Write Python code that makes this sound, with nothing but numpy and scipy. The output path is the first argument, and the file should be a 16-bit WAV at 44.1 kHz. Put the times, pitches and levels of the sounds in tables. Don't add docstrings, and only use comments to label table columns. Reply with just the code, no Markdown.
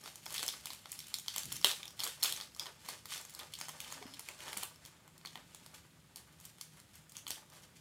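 import sys
import numpy as np
from scipy import signal
from scipy.fft import rfft, irfft, next_fast_len
from scipy.io import wavfile
from scipy.ndimage import map_coordinates

SR = 44100
rng = np.random.default_rng(int(sys.argv[2]) if len(sys.argv) > 2 else 0)


def voltage_ratio(level):
    return 10 ** (np.asarray(level, float) / 20)


def pcm_store(signal):
    levels = np.round(np.clip(np.atleast_2d(signal), -1, 1) * 32767)
    wavfile.write(sys.argv[1], SR, levels.astype(np.int16).T)


N = 344068

# (time [s], level [dB], panel pitch [Hz], low flap [dB], sizzle [dB])
CREASE_SNAPS = [(0.0383, -46.5, 5210, -27, -4), (0.0594, -41.5, 4000, -4.5, -16),
                (0.0768, -43.5, 3200, -2.5, -22), (0.1569, -40, 6440, -18, -4), (0.2577, -43, 6780, -28, 0),
                (0.264, -37, 5060, -10, -15), (0.305, -47, 6780, -5, 0), (0.324, -48, 6780, -14, 7),
                (0.3417, -45, 6780, -19, 8.5), (0.353, -44, 4030, -17, -12), (0.3686, -44, 3140, -16, -10),
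                (0.38, -28, 4050, -31, -12), (0.3936, -34.5, 3600, -10, -16), (0.409, -42, 4280, -19, -9.5),
                (0.4288, -30, 3880, -8.5, -4.5), (0.4354, -37, 6120, -5, -4), (0.444, -49, 6780, -6, -5),
                (0.4633, -34, 6840, -27, -5), (0.4797, -27.5, 5340, -19, -5), (0.4874, -28.5, 3760, -24, -11),
                (0.5381, -47, 3360, -1.5, -14), (0.6568, -34.5, 4130, -14, -2.5), (0.67, -37, 2530, -15, -7),
                (0.704, -34.5, 4000, -12.5, -17), (0.7324, -41.5, 3060, -20, -1), (0.7471, -49, 2780, -14, 0),
                (0.8569, -44.5, 3530, -2.5, -12), (0.8938, -53, 6480, -18, -12), (0.9176, -41, 6650, -34, 6),
                (0.92, -51, 5230, -23, -2), (0.9276, -43.5, 2960, -14, -3), (0.9906, -36.5, 5320, -36, -6),
                (1.003, -39.5, 3430, -22, -11), (1.041, -46.5, 3700, -19, -16), (1.069, -45.5, 6460, -21, -7),
                (1.0824, -48, 3680, -21, 1),
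                (1.1409, -26.5, 4090, -37, -6.5), (1.152, -46, 4390, -28, -1), (1.1555, -49, 4500, -32, -12),
              (1.1855, -35, 6780, -21, -7), (1.197, -43, 6780, -24, -2), (1.2613, -46, 3230, -10.5, -15),
              (1.2819, -25.5, 4130, -25, -19), (1.2935, -45, 3850, -25, -11),
              (1.3413, -41, 5280, -17, -12.5), (1.3614, -32, 3230, -11, -0.5),
              (1.3808, -31, 6780, -16, -1.5), (1.3918, -39.5, 4240, -11.5, 0), (1.421, -50, 3210, -19, -8),
              (1.433, -38.5, 4310, -26.5, -3.5), (1.4548, -40, 6780, -25, -1),
              (1.5199, -35, 3170, -13.5, -5), (1.5246, -36.5, 5190, -28, 4), (1.5568, -39, 5940, -30, -7.5),
              (1.56, -41, 5730, -25, -8), (1.565, -38.5, 6370, -29.5, -1),
              (1.6132, -40.5, 5280, -15, -11.5), (1.6266, -41, 4260, -28, -11.5),
              (1.6452, -12, 3340, -16.5, -11.5), (1.6557, -35, 3920, -6, -8), (1.6695, -39, 3320, -22, 5),
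              (1.6932, -30, 3750, -29, -9), (1.701, -32, 3700, -21, -15), (1.7141, -26.5, 3380, -19, -19),
              (1.8306, -35, 3320, -27, -37), (1.8547, -41, 3290, -19, -7), (1.879, -37.5, 5120, -24, -15),
              (1.9063, -45.5, 6330, -13, -9),
                (1.9688, -59, 5680, -17, 1), (1.9925, -36.5, 3570, -27, -17.5),
                (1.9958, -33.5, 5320, -16, -12), (2.003, -28.5, 4030, -25, -12),
                (2.0356, -29.5, 4270, -14.5, -5), (2.0403, -31.5, 7000, -19, -1.5),
                (2.0441, -38, 4220, -25, -8.5), (2.0515, -37.5, 3320, -14, 1),
                (2.0653, -35, 3270, -7.5, -9.5), (2.0743, -34.5, 3190, -14, -1),
                (2.178, -56, 3190, -11, -12), (2.199, -58, 5880, -10, -3), (2.2064, -57, 6570, -10, 0),
                (2.212, -46, 5450, -17, -12), (2.2256, -31.5, 4080, -25, -9),
                (2.2296, -21.5, 4230, -21, -4.5), (2.236, -25, 5280, -26, 0), (2.2456, -29.5, 3450, -10, 1),
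                (2.2562, -29, 3170, -21, -5), (2.2602, -29.5, 4090, -20, -14),
                (2.2774, -33.5, 3170, -15, -13.5), (2.324, -28, 3630, -23, -5.5),
                (2.337, -42.5, 4050, -25, -11), (2.3632, -37, 6300, -26, -10), (2.401, -38, 3320, -12, -16),
                (2.4111, -32.5, 4330, -17, -30), (2.421, -44, 4220, -8, -12), (2.548, -46, 5160, -28, -5),
                (2.5632, -46, 6780, -12, -7), (2.5712, -50, 5400, -22, -3), (2.596, -28, 4940, -31, -13),
                (2.6064, -49, 4410, -14, -10), (2.6338, -48, 4200, -18, -16),
                (2.6573, -39.5, 4050, -8, -24), (2.665, -40, 3470, -13, -23), (2.668, -41, 3510, -18, -19),
                (2.8606, -51, 6780, -3, -1), (2.8873, -35, 4200, -6, -6.5), (2.8883, -41, 4060, -27, -1),
                (2.8983, -46, 3730, -14, 2),
                (3.056, -40.5, 3940, -10.5, -2.5), (3.107, -45, 3250, -13, -15),
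              (3.1208, -41, 2600, -3.5, -15), (3.137, -40, 6050, -19, -10), (3.1588, -42, 3010, -9, -7),
              (3.178, -42, 5470, -15, -4), (3.2123, -50, 6680, -19, 4), (3.2505, -43.5, 6860, -13, -5),
              (3.2957, -57, 3270, -22, 9), (3.3046, -58, 6780, -22, 8), (3.3383, -55, 6780, -24, 6),
              (3.3486, -42, 4370, -18, -1), (3.391, -44, 3250, -11, 0), (3.3938, -45.5, 4100, -4, -5),
              (3.3987, -38.5, 3400, -19, -19), (3.4321, -45.5, 3600, -4, -14),
              (3.5367, -36.5, 2980, -30, -4.5), (3.5396, -39, 4140, -33, -18),
              (3.5527, -40.5, 4580, -31, -16), (3.588, -39.5, 6780, -15, -11), (3.6015, -42, 6780, -15, -5),
              (3.6122, -32.5, 5100, -8.5, -10), (3.684, -38, 6780, -7.5, -7), (3.6906, -42, 6400, -6.5, 1),
              (3.6943, -45, 3100, -4, -6), (3.803, -37.5, 3040, -29, 0), (3.813, -48, 3000, -23, -1),
              (3.8459, -42, 3200, -23, -16),
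                (3.878, -47, 3080, -17, -14), (3.903, -46, 4090, -8, -6), (3.9238, -38, 6630, -7, -5),
             (3.941, -48, 5060, -14, -8), (4.0255, -44.5, 2610, -4, -17), (4.0665, -49, 2950, -5.5, -14),
             (4.138, -42.5, 4030, -24, -11), (4.143, -44, 3980, -20, -11), (4.194, -41.5, 5170, -9, 3),
             (4.2049, -52, 5210, -8, -5), (4.287, -35.5, 2540, -17.5, -6.5), (4.29, -47, 3270, -16, -11),
             (4.2967, -51, 3620, -14, -8), (4.3895, -61, 5190, -19, -4), (4.4048, -41.5, 2970, -26, -10),
             (4.4195, -50, 6440, -18, -9), (4.436, -53, 2610, -10, -3), (4.481, -43, 2950, -9, -12),
             (4.4933, -62, 5620, -12, -13), (4.52, -50, 5210, -9, -1), (4.5349, -57, 6780, -15, 0),
             (4.541, -50, 5060, -15, 1), (4.5724, -36, 6780, -13, 3.5), (4.5827, -42, 6780, -7, 1),
             (4.612, -58, 6780, -10, -1), (4.629, -42, 2610, -1, 0), (4.633, -32, 2970, -10.5, -1),
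             (4.6514, -45, 2600, -20, -3),
                (4.759, -51, 5120, -14, -10), (4.851, -44, 5400, -20, -8), (4.8593, -49, 3140, -10, 2),
              (5.0776, -53.5, 6780, -5, -8), (5.1788, -58, 4260, -17, 4.5), (5.2125, -57, 4180, -5, -10),
              (5.2502, -47, 4390, 1, -4), (5.2583, -36, 4100, -22, -24), (5.2724, -41, 3800, -26, -22),
              (5.356, -42.5, 2950, -1.5, -11), (5.3745, -50, 2910, -3, -15),
              (5.5471, -42.5, 6700, -15, -6.5), (5.662, -45, 4220, -12, -6.5),
              (6.1593, -42.5, 5030, -24.5, 0), (6.1627, -56, 6460, -14, -2), (6.1698, -53.5, 4590, -14, 5),
              (6.3262, -60, 6780, -13, -4), (6.4006, -56, 6370, -11, 3), (6.4104, -56, 2860, -8, 2),
              (6.4525, -44, 6780, -23, -0.5), (6.4562, -54, 6240, -15, 2), (6.4635, -60, 6780, -6, -2),
              (6.5836, -55, 6780, -8, -5), (6.6114, -37, 5500, -19, -2), (6.9548, -52.5, 6400, -13, 2),
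              (7.0948, -49, 6360, -26, -7), (7.0985, -57, 6400, -14, -4), (7.12, -49, 5200, -15, -1),
              (7.155, -47.5, 3140, -26, -11), (7.1674, -35, 6100, -23, -11), (7.1768, -54, 6780, -20, -9),
              (7.267, -35.5, 3100, -11.5, -14), (7.2783, -37.5, 6330, -19, -8), (7.2818, -42, 2860, -16, 1),
              (7.3053, -31.5, 6100, -17.5, -3.5), (7.3149, -35, 4070, -20, -10),
              (7.3572, -46.5, 3250, -22, -11), (7.5213, -56, 4870, -22, -16), (7.6222, -59, 6260, -13, -5),
              (7.6348, -54, 6160, -16, -10),
                (4.53, -40.5, 2500, -4, -2),
    (4.569, -42, 2200, -4, -7),
    (2.5958, -32, 3570, -26, -25),
    (7.3053, -35, 3100, -10.5, -14),
    (.2627, -43, 3200, -2.5, -20),
    (6.8, -54, 4200, -10, 1),
    (7.5, -56.5, 5200, -15, -0.5),
]

# (peak time [s], crackle [dB], swell time [s], finger rub over crackle [dB])
PULLS = [(.07, -51, 0.17, -16), (.36, -39.5, 0.087, -19), (.48, -45.5, 0.34, -16.5), (.73, -53, 0.37, -18),
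         (.93, -51.5, 0.068, -22), (1.15, -55, 0.87, -20), (1.38, -43.5, 0.21, -23),
         (1.52, -47, 0.096, -35), (1.66, -34.5, 0.038, -15.5), (2.0, -43.5, 0.022, -16),
         (2.06, -44.5, 0.1, -14), (2.25, -34.5, 0.036, -16.5), (2.61, -48, 0.055, -11),
         (2.9, -47.5, 0.12, -11.5), (3.13, -42, 0.071, -16.5), (3.41, -52, 0.2, -8.5),
         (3.62, -47, 0.083, -18), (3.77, -64, 0.81, -9.5), (3.94, -48, 0.4, -12.5), (4.1, -58, 0.78, -5.5),
         (4.3, -53.5, 0.42, -9.5), (4.425, -48, 0.065, -9), (4.485, -49.5, 0.15, -3.5),
         (4.58, -45, 0.085, -16), (4.86, -60, 0.11, -4.5)]
# (peak time [s], crackle [dB], swell time [s], finger rub over crackle [dB])
TOUCHES = [(5.27, -57, 0.033, -19), (5.33, -62.5, 0.21, -17), (5.38, -58, 0.087, -3.5),
           (5.56, -59, 0.14, -22), (5.66, -60, .2, -13), (5.75, -52.5, 0.072, -13),
           (6.17, -53, 0.016, -14.5), (6.35, -67, 0.23, -10), (6.47, -58.5, 0.18, -13),
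           (6.62, -53.5, 0.072, -35), (6.77, -58.5, 0.11, -16), (6.96, -55.5, 0.061, -19),
           (7.18, -52.5, .07, -24), (7.315, -43.5, 0.04, -20), (7.37, -55.5, .08, -10),
           (7.56, -55.5, 0.1, -9), (7.635, -61, 0.047, -9), (7.77, -61, 0.067, -29)]
# (time [s], share [0-1])
PAPER_SHARE = [
    (0, 0.76),
    (5.5, 0.41),
    (5.7, 0.84),
    (7.8, 0.7),
]
# (frequency [Hz], level per Hz [dB])
FILM_TONE = [(700, -35), (1300, 1), (3500, -3), (5000, -2.5), (8000, -2.5), (12500, -18.5), (15500, -31)]
# (frequency [Hz], level per Hz [dB])
PAPER_TONE = [(700, -27), (2000, -6.5), (6000, -6), (11000, -4.5), (15500, -13.5)]
# (frequency [Hz], level per Hz [dB])
HAND_TONE = [(180, -18), (330, -5), (800, 0), (1500, -1.5), (2600, -13), (4500, -30)]
# (middle [s], half length [s], pitch [Hz], width [Hz], level [dB])
SQUEAK = (4.1, .09, 5150, 350, -67)

# (frequency [Hz], time to fall 60 dB [s])
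KITCHEN_RING = [(200, 0.23), (2000, 0.21), (6000, 0.33), (14000, 0.26)]
# (delay [s], level [dB])
WALL_ECHOES = [(.0042, -15), (.0115, -16), (.016, -19), (.023, -19)]
# (delay [s], level [dB], spread as the hands move [share of delay])
COUNTER_BOUNCE = (.00091, -3, .015)

# (time [s], level [dB])
THUMP = [
    (1.41, -78),
    (1.465, -55),
    (1.52, -57),
    (1.62, -61),
    (1.75, -78),
]
# (time [s], pitch [Hz], level [dB])
CREAK = [
    (3.93, 276, -78),
    (3.968, 268, -59),
    (4.005, 270, -63),
    (4.07, 275, -65),
    (4.11, 280, -59),
    (4.2, 281, -65),
]
# (time [s], pitch [Hz], level [dB], time to fall 60 dB [s])
KNOCKS = [
    (1.46, 127, -55, 0.19),
    (4.013, 417, -48.5, 0.13),
    (4.022, 726, -49, 0.099),
    (4.055, 253, -38.5, 0.037),
    (4.571, 196, -49, 0.11),
    (1.646, 573, -31, 0.034),
    (1.649, 398, -42, 0.16),
    (2.074, 470, -44, 0.033),
]
# (frequency [Hz], level per Hz [dB])
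AIR_TONE = [(24, -48), (40, -13.5), (158, -6.5), (213, -12), (452, -21), (802, -26), (956, -26),
            (1830, -26), (6230, -31.5), (6880, -28), (15700, -37)]
# (pitch [Hz], width [Hz], level [dB])
FRIDGE_HUM = [
    (155, 4, 0),
    (112, 16, -11),
    (75, 16, -11),
]


def snaps(count):
    events = CREASE_SNAPS
    start, db, hz, low_db, high_db = np.transpose(events)[:, :, None]
    t = np.arange(400) / SR

    def jerk(share, t60):
        aftershocks = rng.standard_normal((len(start), len(t))) * t / t60 * voltage_ratio(-60 * t / t60)
        return (t == t[16]) + share * aftershocks

    def same_energy(x):
        return x / np.linalg.norm(x, axis=1, keepdims=True)

    panel = filtered(jerk(2, 0.004), lambda f: resonance(f, hz, 1800) ** 2 + 0.45 * resonance(f, 4070, 3600))
    flap = filtered(jerk(1.5, 0.005), lambda f: resonance(f, 900, 2100) ** 2)
    sizzle = filtered(jerk(5, 0.0055), lambda f: resonance(f, 9000, 10000) ** 2)
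    shapes = same_energy(panel)
    shapes = shapes + voltage_ratio(low_db + 7.5) * same_energy(flap)
    shapes = shapes + voltage_ratio(high_db + 4.5) * same_energy(sizzle)
    shapes = voltage_ratio(db + 12.5) * shapes
    out = np.zeros((count, N + len(t)))
    for k, shape in enumerate(shapes):
        first = round(start[k, 0] * SR)
        out[k % count, first:first + len(t)] += shape
    return out[:, :N]


def rustle():
    crackle_gain = effort(rest_db=-72)
    rub_gain = effort(rest_db=-75.5, fades=0.77, rub=0.98)
    share = np.clip(curves(PAPER_SHARE)[0], 0, 1)
    sizes = voltage_ratio(3.5 * np.minimum(rng.exponential(size=N), 2))
    ticks = (rng.random(N) < 1400 / SR) * sizes
    grains = signal.lfilter([1], [1, -0.93], ticks) * rng.standard_normal(N)
    clumps = voltage_ratio(2.6 * wobble(70))
    creases = (unit(grains) + 0.5 * rng.standard_normal(N)) * clumps
    film = toned(creases, FILM_TONE)
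    paper = toned(creases, PAPER_TONE)
    hand = toned(rng.standard_normal(N) * voltage_ratio(4.5 * wobble(60)), HAND_TONE)
    crackle = (1 - share) * film + share * paper
    return voltage_ratio(-5) * crackle_gain * crackle + rub_gain * hand


def effort(rest_db, **how):
    pulls = strokes(PULLS, fade_db_per_s=123, **how)
    touches = strokes(TOUCHES, fade_db_per_s=300, **how)
    return np.sqrt(pulls + touches + voltage_ratio(2 * rest_db))


def strokes(rows, fade_db_per_s, fades=1, rub=0):
    peak, db, swell, rub_db = np.transpose(rows)[:, :, None]
    samples = np.arange(0, N + 63, 64)
    age = samples / SR - peak
    shape_db = np.where(age < 0, 19.5 * age / swell, -fades * fade_db_per_s * age)
    power = np.sum(voltage_ratio(2 * (db + rub * rub_db + shape_db)), axis=0)
    return np.interp(np.arange(N), samples, power)


def squeak():
    middle, half, hz, width_hz, db = SQUEAK
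    hiss = unit(filtered(rng.standard_normal(N), lambda f: resonance(f, hz, width_hz) ** 2))
    return voltage_ratio(db) * np.exp(-((np.arange(N) / SR - middle) / half) ** 4) * hiss


def kitchen(rows, wet_db):
    count = len(rows)
    every = np.arange(count)
    hz, t, z = signal.stft(rng.standard_normal((count, SR // 2)), SR, nperseg=256)
    fading = voltage_ratio(-60 * t / along(KITCHEN_RING, hz)[:, None])
    tail = signal.istft(z * fading, SR, nperseg=256)[1]
    tail = tail * (1 - 0.7 * np.exp(-(np.arange(tail.shape[1]) / SR / 0.005) ** 3))
    answer = voltage_ratio(wet_db) * tail / np.linalg.norm(tail, axis=1, keepdims=True)
    answer[:, 0] = 1

    def moved(delay, spread):
        return np.round(delay * SR * (1 + spread * rng.standard_normal(count))).astype(int)

    delay, db, spread = COUNTER_BOUNCE
    bounce = moved(delay, spread)
    answer[every[:-1], bounce[:-1]] += voltage_ratio(db)
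    answer[-1, bounce[-1]] += voltage_ratio(db - 17.5)
    for delay, db in WALL_ECHOES:
        answer[every, moved(delay, 0.072)] += voltage_ratio(db)
    return signal.fftconvolve(rows, answer, axes=1)[:, :N].sum(axis=0)


def furniture():
    t = np.arange(N) / SR

    def body(f):
        return resonance(f, 130, 150) ** 2 + 0.5 * resonance(f, 255, 40) ** 2 + 0.9 * resonance(f, 80, 45)

    thud = unit(filtered(rng.standard_normal(N), body))
    hz, db = curves(CREAK)
    sounding = np.clip(np.minimum(t - CREAK[0][0], CREAK[-1][0] - t) / 0.022, 0, 1)
    turns = np.cumsum(hz + 14 * wobble(60)) / SR
    creak = np.sin(2 * np.pi * turns) * voltage_ratio(db - 1 + 2.5 * wobble(40))
    out = voltage_ratio(curves(THUMP)[0]) * thud + sounding * creak
    for start, knock_hz, knock_db, t60 in KNOCKS:
        age = np.maximum(t - start, 0)
        loudness = voltage_ratio(knock_db - 60 * age / t60) * (1 - np.exp(-age / 0.0012))
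        out = out + loudness * np.sin(2 * np.pi * knock_hz * age)
    return out


def room_tone():
    air = toned(rng.standard_normal(N), AIR_TONE)

    def motor(f):
        return sum(voltage_ratio(db) * resonance(f, hz, width) for hz, width, db in FRIDGE_HUM)

    hum = unit(filtered(rng.standard_normal(N), motor))
    return voltage_ratio(-66 + 0.7 * wobble(3)) * air + voltage_ratio(-70.5) * hum


def unit(x):
    return x / np.sqrt(np.mean(x ** 2) + 1e-20)


def along(points, hz):
    f, v = np.transpose(points)
    return np.interp(np.log(hz + 1), np.log(f + 1), v)


def curves(rows):
    s, *cols = np.transpose(rows)
    return [np.interp(np.arange(N) / SR, s, c) for c in cols]


def wobble(rate):
    points = rng.standard_normal(int(N * rate / SR) + 4)
    return map_coordinates(points, [np.arange(N) * rate / SR])


def filtered(x, response):
    n = x.shape[-1]
    m = next_fast_len(n + min(n, SR // 2))
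    return irfft(rfft(x, m) * response(np.fft.rfftfreq(m, 1 / SR)), m)[..., :n]


def toned(x, tone):
    return unit(filtered(x, lambda f: voltage_ratio(along(tone, f))))


def resonance(f, centre_hz, width_hz):
    return 1j * f * width_hz / (centre_hz ** 2 - f * f + 1j * f * width_hz)


def scene():
    wrapper = kitchen(np.vstack([snaps(count=12), rustle()]), wet_db=-4.5)
    return (wrapper + squeak() + furniture() + room_tone())[None]


def band_limit(x):
    return signal.sosfilt(signal.butter(12, 15850, fs=SR, output="sos"), x)


def record(dry):
    def microphone(f):
        edges = 1 / np.sqrt((1 + (56 / (f + 1)) ** 10) * (1 + (f / 15700) ** 50))
        presence = 1 + 0.5 * resonance(f, 3260, 2200)
        return edges * presence

    mix = filtered(dry, microphone)
    return band_limit(mix)


dry = scene()
out = record(dry)
pcm_store(out)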